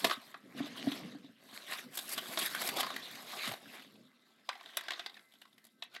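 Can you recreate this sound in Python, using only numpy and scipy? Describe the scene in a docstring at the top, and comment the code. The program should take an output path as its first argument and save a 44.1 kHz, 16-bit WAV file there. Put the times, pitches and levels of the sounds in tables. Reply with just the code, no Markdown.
"""Hands pull a crinkly wrapping sheet off a plastic toy and stuff it in a cardboard box, heard from close by.
The sheet is crackling noise in two bands, a rustle and a higher sizzle, plus tiny buckles and popping creases.
Then the toy is picked up: short bursts of noise ring in its hollow shell as its parts clack and rattle.
The box booms as noise when the sheet drags on it, and as damped swings when it is bumped.
A short room echo follows the hits; behind it all lie steady air noise and a few faint, blurred tones."""
import sys
import numpy as np
from scipy import signal
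from scipy.fft import rfft, irfft, next_fast_len
from scipy.io import wavfile
from scipy.ndimage import uniform_filter1d, map_coordinates

SR = 44100
rng = np.random.default_rng(int(sys.argv[2]) if len(sys.argv) > 2 else 0)


def generate_wav(signal):
    """Clip the signal to [-1, 1] and save it as 16-bit WAV at the path in sys.argv[1]."""
    frames = np.transpose(np.atleast_2d(signal))
    scaled = np.clip(frames, -1, 1) * 32767
    pcm = np.round(scaled).astype(np.int16)
    wavfile.write(sys.argv[1], SR, pcm)


N = 264600  # samples: 6 s


def amp(db):
    """Turn decibels into a plain multiplier."""
    return 10 ** (np.asarray(db) / 20)


def unit(x):
    """Scale x to an rms of 1."""
    return x / np.sqrt(np.mean(x ** 2) + 1e-20)


def along(points, hz):
    """Read a curve of (frequency, value) points on a log frequency axis."""
    f, value = np.transpose(points)
    return np.interp(np.log(hz + 1), np.log(f + 1), value)


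def wobble(rate):
    """A smooth random curve through `rate` random points a second."""
    points = rng.standard_normal(int(N * rate / SR) + 4)
    return map_coordinates(points, [np.arange(N) * rate / SR])


def filtered(x, response):
    """Multiply the spectrum of x by a response given as a function of frequency."""
    size = next_fast_len(len(x) + 8192)
    hz = np.fft.rfftfreq(size, 1 / SR)
    return irfft(rfft(x, size) * response(hz), size)[:len(x)]


def coloured(x, spectrum):
    """Shape x by a spectrum table, then scale it to an rms of 1."""
    return unit(filtered(x, lambda hz: amp(along(spectrum, hz))))


def mode(hz, centre_hz, width_hz):
    """The response of one resonance, which rings only after it is struck."""
    return 1j * hz * width_hz / (centre_hz ** 2 - hz ** 2 + 1j * hz * width_hz)


def crackle(rate, spread_db, life, patchy_db, drift_db):
    """Noise lit up by `rate` uneven bursts a second, each dying in `life` s, its colour always shifting."""
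    kicks = (rng.random(N) < rate / SR) * amp(spread_db * rng.exponential(size=N))
    glow = signal.lfilter([1], [1, -np.exp(-1 / (life * SR))], kicks)
    z = signal.stft((1 + glow) * rng.standard_normal(N), nperseg=256)[2]
    # Random gains over frequency and time: one set changes quickly, the other slowly
    field = uniform_filter1d(rng.standard_normal((2, *z.shape)), size=4, axis=1)
    quick = uniform_filter1d(field[0], size=4)
    slow = uniform_filter1d(field[1], size=16)
    colour = amp(patchy_db * unit(quick) + drift_db * unit(slow))
    return signal.istft(z * colour, nperseg=256)[1][:N]


def ticks(count, centre_hz, octaves, cycles, spread_db):
    """Tiny buckles at random moments, each a damped swing at its own pitch."""
    when, size = rng.random((2, count))
    hz = np.clip(centre_hz * 2 ** (octaves * rng.standard_normal(count)), 300, 14000)[:, None]
    k = np.arange(256)
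    decay = np.exp(-hz * k / SR / cycles)
    swing = np.sin(2 * np.pi * hz * k / SR) * decay * amp(spread_db * size ** 3)[:, None]
    places = (when * N).astype(int)[:, None] + k
    return unit(np.bincount(places.ravel(), swing.ravel(), minlength=N)[:N])


# How hard the hands work the sheet, then the toy: (time [s], rustle level [dB], sizzle above the rustle [dB])
HAND_WORK = [(0.0, -46, -8), (0.135, -42.5, -3.5), (0.15, -51.5, -12.5), (0.21, -59.5, -10),
             (0.294, -58, -7), (0.376, -67.5, -10.5), (0.54, -64, -9.5), (0.598, -52, -18.5),
             (0.736, -54, -18), (0.926, -47.5, -12), (1.082, -56, -18), (1.36, -71, -10.5),
             (1.542, -56, -5), (1.66, -53.5, -8), (1.73, -43, -8), (1.898, -63.5, -8), (1.958, -55, 3),
             (2.25, -50, -4.5), (2.446, -44, -4), (2.76, -44, -9), (3.016, -51, -11.5), (3.258, -52, -8),
             (3.475, -38, -10), (3.505, -46.5, -6), (3.55, -51, -8.5), (3.6, -59.5, -7), (3.83, -55, -14),
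             (3.86, -65, -8.5), (4.134, -73, -11), (4.44, -69.5, -11), (4.49, -62.5, -9), (4.99, -54, -20),
             (5.2, -72.5, -2), (5.81, -79, -5), (5.84, -64, -17), (5.89, -73, -16), (5.96, -54.5, -17),
             (6.0, -75, -9)]
# Quick tugs at the sheet or the toy: (time [s], lift of the sizzle [dB], length [s])
QUICK_TUGS = [(0.589, 12, 0.026), (0.673, 7.5, 0.02), (0.776, 11.5, 0.019), (0.959, 5, 0.028),
              (1.558, 7.5, 0.018), (1.792, 8, 0.012), (1.953, 7.5, 0.025), (2.13, 15, 0.0196),
              (2.281, 4, 0.0109), (2.33, 4, 0.025), (2.393, 14.5, 0.0077), (2.43, 8, 0.025),
              (2.469, 9.5, 0.011), (2.62, 8.5, 0.01), (2.666, 9, 0.047), (2.771, 14, 0.0086),
              (2.804, 15, 0.017), (3.038, 4, 0.013), (3.157, 6.5, 0.0078), (3.343, 3, 0.017),
              (3.41, 0, 0.023), (3.737, 7, 0.039), (4.788, 18.5, 0.015), (5.646, 4, 0.0214)]
# Drag on the box walls: (time [s], level [dB])
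BOX_DRAG = [(0.0, -71), (0.04, -38.5), (0.2, -76), (0.45, -58.5), (0.53, -57), (0.58, -51.5), (1.05, -48.5),
            (1.35, -66.5), (1.65, -62.5), (2.15, -60), (2.82, -51), (3.07, -61), (4.05, -62.5),
            (4.33, -76.5), (6.0, -75)]
# Colour of the rustle, also used by the creases and the toy: (frequency [Hz], level per Hz [dB])
RUSTLE_COLOUR = [(210, -24), (350, 2.5), (467, -5.5), (680, 3.5), (907, -4.5), (1080, 2.5), (1370, -2.5),
                 (1500, 0), (1970, 1), (2500, -3.5), (3740, 2), (5950, -13), (7000, -15), (9100, -23.5),
                 (15400, -120)]
# Colour of the sizzle, also used by every knock: (frequency [Hz], level per Hz [dB])
SIZZLE_COLOUR = [(2500, -82.5), (4500, -2.5), (6300, -7.5), (8500, -2), (9640, -9.5), (10400, -1),
                 (11600, 0.5), (13200, -3.5), (14000, -23.5), (15800, -12.5)]
# Colour of the boom from the dragged box walls: (frequency [Hz], level per Hz [dB])
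BOX_COLOUR = [(29, -67.5), (50, -85.5), (109, -17.5), (257, -5), (318, -16), (360, -18), (433, -20.5),
              (500, -17.5), (650, -27), (1100, -120)]
RUSTLE_SHARE = 0.62  # the rustle rises by this share of a tug's lift in dB


def handling():
    """The sheet slides and crumples in jerks; its drag makes the box walls boom."""
    t = np.arange(N) / SR
    times, rustle_points, sizzle_points = np.transpose(HAND_WORK)
    rustle_db = np.interp(t, times, rustle_points)
    sizzle_db = np.interp(t, times, sizzle_points)
    for start, lift_db, length in QUICK_TUGS:
        swell = lift_db * np.exp(-((t - start) / length) ** 2)
        rustle_db = rustle_db + RUSTLE_SHARE * swell
        # The sizzle rides on the rustle, so it only needs the rest of the lift
        sizzle_db = sizzle_db + (1 - RUSTLE_SHARE) * swell

    jerk = wobble(45)  # shared, so the layers swell together
    rustle = crackle(rate=150, spread_db=3, life=0.00035, patchy_db=1.5, drift_db=3.5)
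    rustle = coloured(amp(1.2 * jerk) * rustle, RUSTLE_COLOUR)
    sizzle = crackle(rate=250, spread_db=3, life=0.00054, patchy_db=1.5, drift_db=1.5)
    sizzle = coloured(amp(1.4 * jerk + 0.37 * wobble(57)) * sizzle, SIZZLE_COLOUR)
    buckles = ticks(count=2000, centre_hz=2447, octaves=0.72, cycles=12, spread_db=6)
    sheet = rustle + amp(-12 + 1.9 * jerk) * buckles + amp(sizzle_db) * sizzle

    boom = coloured(amp(3.5 * wobble(30)) * rng.standard_normal(N), BOX_COLOUR)
    drag_db = np.interp(t, *np.transpose(BOX_DRAG))
    return amp(rustle_db) * sheet + amp(drag_db) * boom


RING_FADES = 0.39  # dB of ring lost for each dB of blow: a light touch rings cleaner
DULL_RINGS = 0.4  # dB of ring gained for each dB of sizzle lost: a blunt contact rings rounder
LASTS_SPREAD = 0.14  # contacts last unevenly [octaves]


def knocks(rows, body, rise, ring_db, t60):
    """Each contact is a dying burst of force into the body, the struck part ringing at its own pitch."""
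    lead = SR // 200  # room for the part of the filtered burst that comes before the contact
    out = np.zeros(N + SR)
    t = np.maximum(np.arange(SR // 8) - lead, 0) / SR
    for start, db, sizzle_db, pitch in rows:
        lasts = t60 * 2 ** (LASTS_SPREAD * rng.standard_normal())  # s to fall by 60 dB
        envelope = (1 - np.exp(-t / rise)) * amp(-60 * t / lasts)
        force = rng.standard_normal((2, len(t))) * envelope
        ring = amp(ring_db - RING_FADES * db - DULL_RINGS * sizzle_db)
        low = unit(filtered(force[0], lambda hz: body(hz) * (1 + ring * mode(hz, pitch, pitch / 6))))
        burst = low + amp(sizzle_db) * coloured(force[1], SIZZLE_COLOUR)
        out[round(start * SR):][:len(t)] += amp(db) * burst / abs(burst).max()
    return out[lead:N + lead]


# Creases of the sheet snapping over: (time [s], peak level [dB], sizzle level [dB], pitch [Hz])
CREASE_SNAPS = [(0.044, -12.5, -13, 660), (0.066, -28, -8.5, 1100), (0.097, -22, -25, 1050),
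                (0.11, -20, -31, 1240), (0.917, -30, -14, 3360), (1.73, -33, 2, 4230),
                (1.972, -25.5, 2.5, 3550), (1.988, -26.5, -2, 3730), (2.09, -30, 11, 3630),
                (2.134, -36, 11, 3020), (2.177, -24.5, -7, 1480), (2.186, -29, -14.5, 3030),
                (2.373, -21, -30, 675), (2.463, -32, -8.5, 3830), (2.548, -22.5, -16, 1430),
                (2.673, -23.5, 5, 3400), (2.688, -22.5, -4, 2030), (2.784, -28, -26, 1130),
                (2.804, -20.5, -5.5, 2780), (2.829, -25.5, -17.5, 1200), (2.842, -29, -23, 1050),
                (2.865, -29, -16, 1100), (2.902, -30, -19, 1160), (2.962, -27, -11.5, 1740),
                (3.474, -27.5, -13, 1480), (3.49, -33.5, -16, 590), (3.514, -31.5, -22, 790),
                (3.536, -32, -17, 630), (3.656, -46, -24.5, 1580), (3.821, -44.5, -9, 2620)]
# A knuckle on the box: (time [s], peak level [dB], sizzle level [dB], pitch [Hz])
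KNUCKLE_TAP = [(0.341, -34.5, -34, 1010)]


def snaps():
    """Creases pop with the sheet's own colour; the knuckle tap is nearly all ring."""
    sheet = lambda hz: amp(along(RUSTLE_COLOUR, hz))
    creases = knocks(CREASE_SNAPS, sheet, rise=0.0028, ring_db=-7.5, t60=0.029)
    tap = knocks(KNUCKLE_TAP, sheet, rise=0.004, ring_db=14, t60=0.035)
    return creases + tap


RATTLE_SPAN = (4.5, 5.18)  # loose parts chatter while the toy is lifted [s]
RATTLE_DB, RATTLE_SIZZLE_DB, RATTLE_HZ = -53, -28.5, 2270  # middle peak level, sizzle level, middle pitch


def rattle(count):
    """List faint chance contacts, uneven in strength and pitch, as rows for knocks()."""
    when = rng.uniform(*RATTLE_SPAN, count)
    luck = rng.standard_normal((count, 2))
    return [(start, RATTLE_DB + 4 * strength, RATTLE_SIZZLE_DB, RATTLE_HZ * 2 ** (0.77 * pitch))
            for start, (strength, pitch) in zip(when, luck)]


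# The toy's parts knocking together: (time [s], peak level [dB], sizzle level [dB], pitch [Hz])
TOY_CLACKS = [(4.49, -22.5, -36, 1270), (4.529, -37, -33, 2090), (4.553, -42, -37, 780),
              (4.61, -37.5, -26, 1070), (4.659, -37.5, -20, 3400), (4.77, -18.5, -1, 3640),
              (4.809, -33, -10, 1610), (4.837, -39, -12, 1640), (4.883, -27, -23, 1440),
              (4.906, -23.5, -21, 1900), (4.919, -29, -18, 3240), (4.934, -32.5, -30, 3770),
              (4.994, -30.5, -25, 4100), (5.002, -38.5, -37, 3400), (5.061, -27, -21, 4300),
              (5.096, -42, -19, 3900), (5.142, -45, -22, 3800), (5.154, -50, -25, 2060),
              (5.193, -46, -29, 1900), (5.322, -53.5, -12, 3600), (5.337, -51.5, -7, 3220),
              (5.353, -52, -23, 3370), (5.416, -44.5, -9, 3100), (5.453, -49.5, -21, 1170),
              (5.529, -54.5, -13, 3480), (5.58, -49, -8, 2165), (5.641, -50.5, 2, 4030),
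              (5.65, -44.5, 4, 4270), (5.667, -53, 3.5, 3470), (5.823, -29.5, -36, 3210),
              (5.836, -43.5, -6, 3350), (5.94, -48, -3, 2480), (5.948, -39, -12.5, 3030),
              (5.963, -34.5, -28, 1910)]
# Resonances of the hollow plastic shell: (frequency [Hz], width [Hz], level [dB])
SHELL_MODES = [(691, 98, 2), (1590, 90, 4.5), (1980, 110, -13.5), (2628, 77, 3), (3580, 81, -17),
               (4750, 160, -2)]


def toy():
    """Hard plastic clacks, ringing in the shell's modes; so small a shell gives little bass."""
    def shell(hz):
        """The small shell's response: a broad colour plus its modes, with the bass rolled off."""
        small = (1j * hz / (500 + 1j * hz)) ** 2
        # Neighbouring modes push in opposite directions
        modes = sum((-1) ** k * amp(db) * mode(hz, centre, width)
                    for k, (centre, width, db) in enumerate(SHELL_MODES))
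        return small * (0.77 * amp(along(RUSTLE_COLOUR, hz)) + modes)

    return knocks(TOY_CLACKS + rattle(count=24), shell, rise=0.0005, ring_db=-15, t60=0.029)


# Bumps against the box: (time [s], level [dB], pitch [Hz])
BOX_BUMPS = [(0.043, -31, 256), (0.172, -43, 250), (0.548, -40, 284), (0.603, -25.5, 265),
             (0.638, -35, 282), (0.84, -37.5, 270), (0.871, -20, 261), (0.916, -35, 288),
             (1.019, -44.5, 150), (1.049, -39.5, 197), (1.148, -38.5, 284), (1.243, -43, 270),
             (1.292, -48.5, 242), (1.529, -48.5, 238), (2.171, -42, 240), (2.374, -41, 324),
             (2.689, -42, 256), (2.78, -43.5, 266), (3.473, -36, 233), (3.486, -40.5, 132),
             (3.511, -42, 114), (3.666, -47, 255), (3.95, -55, 225), (4.004, -49.5, 231), (4.055, -60, 239)]
DAMP_S = 0.013  # the damping has taken about 6 dB off a bump by then [s]
PUSH = 0.23  # share of the slow shove under each bump


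def bumps():
    """A soft push sets a cardboard wall swinging; the hand damps it after a few cycles."""
    out = np.zeros(N + SR)
    t = np.arange(SR // 8) / SR
    for start, db, hz in BOX_BUMPS:
        phase = 2 * np.pi * hz * t
        shove = PUSH * np.sin(0.57 * phase)
        overtone = 0.53 * amp(-60 * t / 0.03) * np.sin(2.55 * phase)
        swing = np.sin(phase) + shove + overtone
        rise = 1 - np.exp(-t / 0.0021)
        out[round(start * SR):][:len(t)] += amp(db - 6.3 * (t / DAMP_S) ** 2) * rise * swing
    return out[:N]


# How long the room's echo takes to fall by 60 dB: (frequency [Hz], time [s])
ROOM_FADE = [(200, 0.13), (2000, .2), (10000, 0.014)]


def room(x):
    """Each frequency of the walls' answer dies at its own speed."""
    hz, t, z = signal.stft(rng.standard_normal(SR // 2), SR, nperseg=256)
    fade = amp(-60 * t / along(ROOM_FADE, hz)[:, None])
    tail = signal.istft(z * fade, SR, nperseg=256)[1]
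    late = np.pad(x, (300, 0))  # the answer comes about 7 ms late
    return signal.fftconvolve(late, tail / np.linalg.norm(tail))[:N]


# Colour of the room air: (frequency [Hz], level per Hz [dB])
AIR_COLOUR = [(24, -39.5), (40, -13.5), (353, 8.5), (513, -3.5), (1790, -18.5), (1980, -18), (2300, -13),
              (7840, -25), (12900, -16), (15800, -58)]
# Tones of a distant appliance: (frequency [Hz], level the tone wavers around [dB])
HUM_TONES = [(221, -78), (1319, -83.5), (1561, -84.5), (2040, -82)]
AIR_DB = -81  # rms level of the air noise


def quiet():
    """Room air as steady noise, and a few faint tones blurred in level and phase."""
    t = np.arange(N) / SR
    tones = np.zeros(N)
    for hz, db in HUM_TONES:
        level = amp(db + 4 * wobble(18))
        tones += level * np.sin(2 * np.pi * hz * t + 1.5 * wobble(25))
    return amp(AIR_DB) * coloured(rng.standard_normal(N), AIR_COLOUR) + tones


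ROOM_DB = -14  # level of the room's answer to the hits


def scene():
    """Mix the handling, the hits with their room echo, and the quiet background."""
    hits = snaps() + toy() + bumps()
    return (handling() + hits + amp(ROOM_DB) * room(hits) + quiet())[None]


BASS_HZ, TOP_HZ = 103, 15800  # the microphone port loses the bass below one; nothing passes above the other


def record(dry):
    """The microphone loses the deep bass and keeps nothing above its band limit."""
    port = lambda hz: (1j * hz / (BASS_HZ + 1j * hz)) ** 2
    return filtered(dry[0], lambda hz: port(hz) * (hz < TOP_HZ))[None]


dry = scene()
out = record(dry)
generate_wav(out)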